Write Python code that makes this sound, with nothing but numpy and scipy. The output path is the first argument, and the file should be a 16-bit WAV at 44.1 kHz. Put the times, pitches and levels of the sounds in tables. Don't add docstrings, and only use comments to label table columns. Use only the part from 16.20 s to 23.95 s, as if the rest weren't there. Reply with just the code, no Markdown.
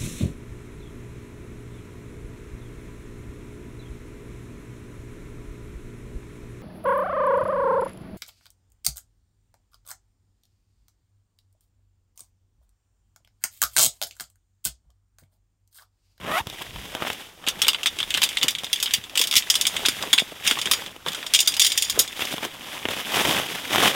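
import sys
import numpy as np
from scipy import signal
from scipy.fft import rfft, irfft
from scipy.io import wavfile
from scipy.ndimage import uniform_filter1d, minimum_filter1d

SR = 44100
rng = np.random.default_rng(int(sys.argv[2]) if len(sys.argv) > 2 else 0)


def master_out(mix):
    frames = np.transpose(np.atleast_2d(mix))
    ceiling = np.clip(frames, -1, 1)
    pcm = np.round(ceiling * 32767).astype(np.int16)
    wavfile.write(sys.argv[1], SR, pcm)


N = 341775
TIME = np.arange(N) / SR


def undb(db):
    return 10 ** (np.asarray(db) / 20)


def unit(x, size=None):
    return x / np.sqrt(np.mean(x[:size] ** 2) + 1e-18)


def add(track, s, sound):
    i = max(int(s * SR), 0)
    track[i:i + len(sound)] += sound[:max(N - i, 0)]


def band(x, lo_hz, hi_hz, order=2):
    edges = [lo_hz, min(hi_hz, .48 * SR)]
    return signal.sosfilt(signal.butter(order, edges, "band", fs=SR, output="sos"), x)


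def response(points, size=1024):
    hz, db = np.transpose(points)
    grid = np.arange(size // 2 + 1) * SR / size + 1
    cepstrum = irfft(np.log(undb(np.interp(np.log(grid), np.log(hz), db))))
    cepstrum[1:size // 2] *= 2
    cepstrum[size // 2 + 1:] = 0
    return irfft(np.exp(rfft(cepstrum)))


def colour(x, points):
    h = response(points)
    return signal.fftconvolve(x, h / np.sqrt(np.sum(h ** 2)))[:len(x)]


def walk(rate):
    k = max(int(SR / rate), 1)
    steps = np.repeat(rng.standard_normal(N // k + 1), k)
    return unit(uniform_filter1d(steps, k)[:N])


def speckled(size, spread_db, width_hz):
    hz = np.arange(size // 2 + 1) * SR / size
    peaks_db = spread_db * np.interp(hz / width_hz, np.arange(600), rng.standard_normal(600))
    return unit(irfft(undb(peaks_db) * np.exp(2j * np.pi * rng.random(len(hz)))))


def buckles(rate, spread_db):
    size = undb(spread_db * np.minimum(rng.exponential(size=N), 4))
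    clicks = (rng.random(N) < rate / SR) * size * rng.choice([-1, 1], N)
    return clicks / np.sqrt(uniform_filter1d(clicks ** 2, size=3000) + 1e-9)


STROKE_RANGE_DB = 20.5
STROKE_SHAPE = 1.28


def swell(peak_s, rise_s, fall_s):
    coarse = TIME[::32]
    before = (peak_s - coarse) / max(rise_s, .005)
    after = (coarse - peak_s) / max(fall_s, .005)
    away = np.maximum(before, after)
    return np.interp(TIME, coarse, undb(-STROKE_RANGE_DB * away ** STROKE_SHAPE) ** 2)


# frequency in Hz, density in dB per Hz (relative).
AIR = [(25, 6), (80, 8.5), (300, -1), (1000, -42), (4000, -10), (16000, -11)]


def air(level_db=-51.5):
    return undb(level_db) * colour(rng.standard_normal(N), AIR)


# peak in seconds, rise in seconds, fall in seconds, level in dB before the gain in ground().
SHIFTS = [(.02, .1, .15, -39), (.28, 0.13, 0.13, -42.5), (.56, 0.16, 0.24, -34.5), (1.35, .1, .2, -45),
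          (1.81, .2, 0.75, -44.5), (2.76, 0.19, 0.27, -50), (3.15, .1, 0.18, -48.5),
          (3.64, 0.41, 0.43, -44), (4.51, .4, 0.83, -50.5), (5.4, .3, 0.66, -52), (5.78, 0.24, .15, -43),
          (6.69, .2, 0.39, -50), (7.059, .2, 0.27, -47.5)]


def ground(gain_db=-1, rest_db=-62):
    power = undb(rest_db) ** 2
    for peak_s, rise_s, fall_s, db in SHIFTS:
        power = power + undb(db) ** 2 * swell(peak_s, rise_s, fall_s)
    rumble = unit(band(rng.standard_normal(N), 35, 141))
    return rumble * np.sqrt(power) * undb(gain_db)


# start in seconds, tuning of the resonance in Hz, level in dB.
BUMPS = [(.075, 299, -34), (.2, 317, -40.5), (0.207, 130, -33), (0.268, 107, -33), (1.275, 300, -36),
         (2.241, 328, -30), (2.781, 170, -38), (3.002, 430, -32.5), (3.165, 202, -35), (3.684, 268.6, -28),
         (3.689, 100.5, -40), (4.021, 358, -29), (4.121, 410, -36), (4.462, 168, -38), (4.757, 1115, -51),
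         (3.836, 955, -30.5), (4.863, 932, -29), (5.775, 427, -26.5), (6.139, 334, -28),
         (6.654, 295.5, -28)]


def bumps(decay_s=0.0029):
    out, t = np.zeros(N), TIME[:5000]
    for s, hz, db in BUMPS:
        push = rng.standard_normal(len(t)) * np.exp(-t / decay_s)
        add(out, s, undb(db) * unit(band(push, hz / 2.08, hz * 1.36), size=700))
    return out


# time in seconds, low rubbing in dB, high crinkling in dB.
STIR = [(0, -44, -57.5), (.24, -49.5, -57), (.28, -45, -42), (1.07, -47.5, -43), (1.15, -53.5, -61),
        (1.3, -42, -44.5), (1.999, -45, -36.5), (2.88, -48, -49), (3.049, -43.5, -40.5),
        (3.7, -44.5, -31.5), (4.151, -45, -42), (4.62, -39.5, -36), (4.811, -52.5, -55.5),
        (4.921, -45.5, -43), (5.6, -45.5, -36), (6.35, -42.5, -42), (7.45, -39, -35.5), (7.75, -31, -30.5)]
# peak in seconds, rise in seconds, fall in seconds,
# low rubbing in dB, high crinkling in dB.
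STROKES = [(.1, 0.12, 0.11, -26.5, -37.5), (.195, 0.16, 0.028, -42.5, -29.5), (.42, 0.063, 0.025, -38, -37),
           (.6, .1, .25, -48.5, -45.5), (.82, 0.11, 0.21, -31, -38.5), (.89, 0.11, .13, -49, -32.5),
           (1.44, 0.07, 0.12, -35.5, -30), (1.98, 0.21, 0.091, -44, -38.5), (2.25, 0.088, .1, -35.5, -43),
           (2.7, 0.31, 0.22, -59, -34.5), (2.96, 0.013, 0.23, -40.5, -33.5), (3.62, 0.38, 0.15, -34.5, -48),
           (3.84, .12, .08, -32, -48), (4.272, 0.053, 0.14, -38, -23), (4.51, 0.31, 0.091, -38.5, -34.5),
           (4.871, 0.017, 0.11, -33.5, -33), (4.98, 0.16, 0.45, -43, -39), (5.79, 0.067, 0.073, -31.5, -33),
           (6.021, 0.089, 0.2, -35.5, -28), (6.13, 0.073, .06, -38.5, -30), (6.259, 0.11, 0.03, -29.5, -30),
           (6.53, 0.24, 0.25, -38.5, -35.5), (6.71, 0.044, 0.11, -31.5, -28), (6.8, 0.1, 0.14, -35, -31.5),
           (6.945, 0.075, 0.35, -24, -24), (7.08, 0.26, 0.19, -23.5, -22), (7.18, 0.066, 0.059, -25, -27.5),
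           (7.3, 0.1, .25, -33.5, -30.5), (7.53, 0.056, 0.29, -23, -23.5), (7.651, 0.07, 0.076, -17, -15)]


def handling():
    s, rub_db, crinkle_db = np.transpose(STIR)
    power = undb([np.interp(TIME, s, rub_db), np.interp(TIME, s, crinkle_db)]) ** 2
    for peak_s, rise_s, fall_s, *db in STROKES:
        power = power + undb(db)[:, None] ** 2 * swell(peak_s, rise_s, fall_s)
    return np.sqrt(power)


def folds(lo_hz, hi_hz, rate, spread_db, patchy_db, count):
    total = np.zeros(N)
    for hz in np.geomspace(lo_hz, hi_hz, count):
        patchy = undb(patchy_db * walk(28))
        crackle = band(buckles(rate, spread_db), hz / 1.21, hz * 1.225)
        total += patchy * crackle / np.sqrt(hz)
    return unit(total)


# frequency in Hz, density in dB per Hz (relative).
RUB = [(25, -29), (70, -2.5), (150, 0.5), (350, 2), (700, 2), (1200, 0.5), (1800, -2.5), (3000, -5),
       (8000, -77.5)]
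CRINKLE = [(200, -15.5), (900, -9), (1500, -10), (2000, -13.5), (2600, 1), (3400, -3.5), (5000, -7),
           (8000, -7.5), (13000, -5.5), (16000, -8.5)]


def cloth(motion, slide_db=-3, crease_db=-3, flicker_db=1.65, soft_db=-3, stiff_db=-3):
    creases = buckles(rate=900, spread_db=4.5)
    grip = undb(flicker_db * walk(80))
    rub = colour(creases + undb(slide_db) * rng.standard_normal(N), RUB)
    dull_creases = undb(crease_db) * band(creases, 260, 3400, order=1)
    crinkle = colour(dull_creases + rng.standard_normal(N), CRINKLE)
    soft = folds(lo_hz=170, hi_hz=1307, rate=250, spread_db=2.0, patchy_db=6.5, count=7)
    stiff = folds(lo_hz=1840, hi_hz=2630, rate=260, spread_db=5.0, patchy_db=2.0, count=4)
    low = unit(grip * (unit(rub) + undb(soft_db) * soft))
    high = unit(grip * (unit(crinkle) + undb(stiff_db) * stiff))
    return low * motion[0] + high * motion[1]


def small_snaps(motion, count=200, rate=16, level_db=(-0.5, -4.5), spread_db=1):
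    due = np.cumsum(motion[0] / motion[0].mean()) * rate / SR
    samples = np.searchsorted(due, np.cumsum(rng.exponential(size=count)))
    scatter_db = spread_db * rng.standard_normal((count, 2))
    rows = []
    for i, db in zip(samples, scatter_db):
        if i < N:
            low, high = 20 * np.log10(motion[:, i]) + level_db + db
            rows.append((TIME[i], low, high))
    return rows


# start in seconds, low level in dB before low_db in snaps(), high level in dB.
SNAPS = [(.0347, -36.5, -52), (0.2708, -30, -30), (.2997, -46, -32), (.4221, -37, -32), (0.56, -31.5, -47),
         (0.7505, -21.5, -28), (0.8229, -18, -36), (0.8504, -25, -51.5), (0.8701, -22.5, -45),
         (.9018, -19, -29), (.9313, -52, -29.5), (1.2412, -35, -49), (2.4354, -28, -31), (4.6207, -29, -39),
         (4.7636, -34.5, -42), (4.863, -29, -35), (4.9322, -50, -28), (5.9936, -24, -30.5),
         (6.022, -21, -30), (6.0536, -42, -24), (6.1267, -26.5, -30.5), (6.1813, -26.5, -33),
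         (6.25, -26.5, -26.5), (6.6542, -16.5, -34), (6.687, -19.5, -29), (6.7354, -28.5, -35),
         (6.7675, -27, -45), (6.9604, -35, -36.5), (6.9978, -18, -40), (7.094, -24, -32),
         (7.1622, -24.5, -27.5), (7.5324, -27, -24.5), (7.5591, -13, -20), (7.582, -13.5, -24.5),
         (7.625, -16, -25), (7.6572, -11, -34)]


def snaps(motion, flutter_s=0.0044, flutter_db=-20, low_db=-1):
    out, t = np.zeros(N), TIME[:2048]
    for s, low, high in SNAPS + small_snaps(motion):
        flutter = speckled(size=2048, spread_db=5.0, width_hz=1200) * np.exp(-t / flutter_s)
        crack = (t == 0) + undb(flutter_db) * flutter
        thud = undb(low + low_db) * unit(colour(crack, RUB), size=176)
        snap = undb(high) * unit(colour(crack, CRINKLE), size=176)
        add(out, s, thud + snap)
    return out


# time in seconds, mean ribs per second in Hz, relative level in dB.
SWISH = [(0.052, 523.6, -55), (0.091, 564.6, -37), (0.121, 610, -27.5), (0.148, 655, -24),
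         (0.169, 729, -21), (0.185, 766, -21.5), (0.199, 950, -31), (0.21, 880, -26.5), (.222, 810, -68)]
# multiple of the rib rate, level in dB.
WEAVE = [(1, 3), (2, 0.5), (3, 4), (4, 1), (5, -13)]


def swish(scatter=0.0412, rasp_db=-7, hiss_db=-14.0, rough_db=2):
    s, hz, db = np.transpose(SWISH)
    speed = np.interp(TIME, s, hz) * (1 + scatter * walk(600))
    phase = 2 * np.pi * np.cumsum(speed) / SR
    tone = sum(undb(gain) * np.sin(round(k) * phase + rng.uniform(0, 2 * np.pi)) for k, gain in WEAVE)
    rasp = rng.standard_normal(N) * (1 + np.cos(phase))
    voice = unit(band(tone, 830, 1280, order=1))
    voice = voice + undb(rasp_db) * unit(band(rasp, 1020, 1200, order=1))
    voice = voice + undb(hiss_db) * unit(band(rasp, 9500, 14000, order=1))
    uneven_grip_db = rough_db * walk(300)
    return voice * undb(uneven_grip_db + np.interp(TIME, s, db)) * (TIME < s[-1])


# start in seconds, length in seconds, level in dB of the ringing part.
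SLIDES = [(3.374, 0.12, -56), (4.279, 0.022, -31.5), (5.157, 0.13, -34), (5.407, 0.039, -21),
          (5.487, 0.17, -35.5), (5.635, 0.055, -29)]
# frequency in Hz, level in dB (relative), t60 in seconds (for blows only).
STRAIGHT_MODES = [(2250, -8, .08), (2900, -6, .07), (3250, -2, .085), (3560, -1, .095), (4900, -1, .1),
                  (5600, -4, .08), (6750, 1, .11), (7100, -2, .1), (8800, 0, .12), (9250, -6, .08),
                  (10850, -1, .11), (13150, -4, .1), (15350, -12, .07)]


def slides(attack_s=0.0086, release_s=0.024, width_hz=130, scrape_db=-5, rough_db=6.0):
    slips = buckles(rate=2500, spread_db=1) * undb(rough_db * walk(150))
    ring, pressure = np.zeros(N), np.zeros(N)
    for hz, db, _ in STRAIGHT_MODES:
        ring += undb(db) * band(slips, hz - width_hz / 2, hz + width_hz / 2, order=1)
    for s, length, db in SLIDES:
        press = np.clip((TIME - s) / attack_s, 0, 1)
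        let_go = np.exp(-np.maximum(TIME - s - length, 0) / release_s)
        pressure += undb(db) * press * let_go
    scrape = unit(band(slips, 3600, 6800))
    return pressure * (unit(ring) + undb(scrape_db) * scrape)


# start in seconds, level in dB at 2-4 kHz before the set's gain_db, low knock in dB re that level,
# hardness as extra treble in dB.
BENT_HITS = [(1.266, -34.5, -9, -6), (1.274, -29.5, -1.5, -6), (1.285, -29, -6, 2.5), (1.418, -24, -10, 2),
             (1.447, -32, -2.5, -11), (1.468, -33, -2.5, -4.5), (1.482, -20, -7, 1.5),
             (1.532, -36.5, -1.5, -1.5), (1.546, -30, -3.5, -12), (1.632, -34, -0.5, -1.5),
             (1.659, -26.5, 0.5, -2), (1.669, -26.5, -22, -2.5), (1.788, -33, -5, -2.5),
             (1.802, -31.5, -2.5, -5), (1.829, -37.5, 4, -2.5), (1.905, -30, -17, -2.5),
             (1.941, -26.5, -21.5, -4), (1.947, -33.5, 6.5, 0), (1.974, -32, 4.5, 1.5),
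             (2.018, -27, -2.5, 0), (2.031, -32.5, 6, 5.5), (2.036, -24.5, -15, 3), (2.062, -41, -1, -5),
             (2.09, -34.5, -17, 0.5), (2.129, -44, 1, -3), (2.171, -24.5, -10, -8), (2.184, -38.5, -10, -1),
             (2.213, -32.5, -18.5, -9), (2.225, -32, -5, -8), (2.23, -23.5, -7.5, 0.5),
             (2.282, -23.5, -17, 0.5), (2.307, -39.5, -10, 6), (2.351, -31.5, -21.5, -8.5),
             (2.385, -36.5, -16, -3.5), (2.444, -37, -9, 0), (2.467, -41.5, -8, -6), (2.53, -25, -22.5, 1),
             (2.559, -35, -19, -3), (2.601, -37, -21, 2.5), (2.627, -32, -3, 7.5), (2.659, -30, -10, -5),
             (2.675, -42, 2, -8), (2.709, -35, -20, -6), (2.737, -23, -20, 3), (2.839, -44.5, -3, -2),
             (2.896, -47, -1.5, -0.5), (2.955, -32, -6, -1.5), (2.975, -22.5, -15, 1),
             (2.993, -29.5, -11, 3.5), (3.014, -26, -7, 4), (3.039, -30.5, -16, 1), (3.072, -36.5, -9.5, 6),
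             (3.112, -31, -13, 2), (3.126, -31.5, -5.5, -1), (3.139, -30, -2.5, 0.5),
             (3.155, -26.5, -11, 2.5), (3.164, -18, -22, 3.5), (3.179, -27.5, -21, 5.5),
             (3.223, -35, -21, -8)]
STRAIGHT_HITS = [(3.3, -25, -6.5, 7), (3.341, -33, -3, 1), (3.354, -29.5, -5, 5.5), (3.412, -30, -25, 7),
                 (3.453, -27, -27, -7), (3.468, -28, -5, 6), (3.565, -30.5, -2, -3), (3.652, -28.5, 0, -12),
                 (3.659, -25, -5, 1.5), (3.685, -31.5, 4, 7), (3.825, -35.5, -8, 1), (3.93, -20.5, 1, 3.5),
                 (3.979, -35.5, 10, 2), (3.985, -18, -24, -14.5), (3.996, -31, -1, 0.5),
                 (4.266, -32, -1, 0), (4.275, -23.5, -7, 2), (4.311, -28.5, 5, 2.5), (4.388, -39, 6, 4),
                 (4.415, -32, -20, 1), (4.457, -30.5, -5, -2), (4.473, -44, 13.5, -6),
                 (4.513, -31.5, 7, 12), (4.534, -32, 3, 5.5), (4.662, -42.5, -1, -2.5),
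                 (4.884, -37.5, 2, 2), (4.919, -41.5, -11, -0.5), (4.947, -42, 4.5, 5),
                 (5.028, -46, 9.5, -9), (5.065, -39.5, -3, 3.5), (5.137, -24.5, -8.5, 5),
                 (5.147, -20, -19.5, 1.5), (5.16, -26, -18, 1), (5.19, -23.5, -19.5, 0.5),
                 (5.204, -29, -17, 9), (5.275, -26.5, -5, 9), (5.321, -39, -19, 1), (5.34, -33.5, -18, 1),
                 (5.367, -39, 2, 8), (5.396, -22.5, -12, 6), (5.42, -32, -18, 7.5), (5.447, -25, -16, 4),
                 (5.465, -26.5, -24, 6.5), (5.51, -37.5, -15.5, -1.5), (5.519, -29.5, -17, 2),
                 (5.576, -26.5, -28.5, 6), (5.623, -29, -19, 6), (5.698, -35.5, -3, 9.5),
                 (5.877, -40, -13.5, 0.5)]
LOOSE_HIT = [(5.791, -25, -15.5, 15)]
# frequency in Hz before mistuning, level in dB (relative), t60 in seconds.
BENT_MODES = [(2100, -8, .07), (2750, -4, .07), (3100, -1, .075), (3520, 0, .08), (4800, -1, .085),
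              (5650, -5, .07), (6750, -2, .085), (8500, -7, .07), (11950, -4, .075), (12700, -9, .07),
              (15250, -11, .06)]
LOOSE_MODES = [(3410, -15, 0.49), (3630, -13, 0.057), (5030, -23.5, .1), (6300, 0, 0.069), (6740, 8, 0.084),
               (8750, 9, 0.093), (10880, 17, 0.07), (13300, 17, 0.089), (15500, -11, .07)]
TREBLE_DB = 2.5
TOP_PER_HARDNESS = 1.59
CHATTER_DOUBLES_DB = 20


def poles(hits, modes, ring_db, chatter_s, rattle_t60, rattle_db, mistune, gain_db, top_db, tick_db=7):
    out, t = np.zeros(N), TIME[:9000]
    hz, db, t60 = np.repeat(np.array(modes, float), 4, axis=0).T
    fading = (undb(db)[:, None] * np.exp(-np.log(1000) * t / t60[:, None])).astype(np.float32)
    tick = undb(tick_db) * np.exp(-t / 0.000091)
    for s, level, knock, hardness in hits:
        stretch = 2 ** (hardness / CHATTER_DOUBLES_DB)
        chatter = np.exp(-t / (chatter_s * stretch))
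        rattle = undb(rattle_db) * np.exp(-np.log(1000) * t / (rattle_t60 * stretch))
        bounces = undb(0.51 * np.repeat(rng.standard_normal(len(t)), 80)[:len(t)])
        crowd = speckled(size=9000, spread_db=3.5, width_hz=260)
        contact = unit(crowd * bounces * (tick + chatter + rattle), size=441)

        detune, strength, phase = rng.standard_normal((3, len(hz)))
        cycles = np.outer(hz * (1 + mistune * detune), t) + phase[:, None]
        tubes = np.sin((2 * np.pi * cycles).astype(np.float32))
        ring = unit(undb(5.8 * strength) @ (fading * tubes), size=441)
        blow = contact + undb(ring_db) * ring

        low = band(contact, 1070, 3120) + undb(-7.5) * band(contact, 237, 440)
        parts = [(knock, low),
                 (0, band(blow, 2013, 3640)),
                 (TREBLE_DB + hardness, band(blow, 4270, 8770, order=3)),
                 (top_db + TOP_PER_HARDNESS * hardness, band(blow, 7530, SR / 2, order=3))]
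        total = sum(undb(part_db) * unit(part, size=441) for part_db, part in parts)
        add(out, s, undb(level + gain_db) * total)
    return out


def scene():
    bent = poles(BENT_HITS, BENT_MODES, ring_db=-11.5, chatter_s=0.0014, rattle_t60=0.075, rattle_db=1.0,
                 mistune=0.0318, gain_db=4, top_db=-0.5)
    straight = poles(STRAIGHT_HITS, STRAIGHT_MODES, ring_db=-9.5, chatter_s=0.0058, rattle_t60=0.17,
                     rattle_db=-18, mistune=0.0156, gain_db=4, top_db=-3.5)
    loose = poles(LOOSE_HIT, LOOSE_MODES, ring_db=5.5, chatter_s=0.0046, rattle_t60=0.099, rattle_db=-7,
                  mistune=0.0082, gain_db=-1.0, top_db=-5.5)
    motion = handling()
    background = air() + ground() + bumps()
    fabric = cloth(motion) + snaps(motion) + swish()
    return (background + fabric + slides() + bent + straight + loose)[None]


# frequency in Hz, gain in dB.
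MICROPHONE = [(30, -5), (130, -4.5), (300, -3), (1600, -1), (2600, -1.5), (3450, 6.5), (3800, 4),
              (4150, -3), (5000, 1), (16000, -7)]
TOP_HZ = 15800


def record(dry):
    heard = signal.fftconvolve(dry, response(MICROPHONE)[None])[:, :N]
    ceiling, hold = .78, 61
    needed = ceiling / np.maximum(np.abs(heard), ceiling)
    gain = uniform_filter1d(minimum_filter1d(needed, hold), hold)
    return signal.sosfilt(signal.ellip(10, .2, 70, TOP_HZ, fs=SR, output="sos"), heard * gain)


dry = scene()
out = record(dry)
master_out(out)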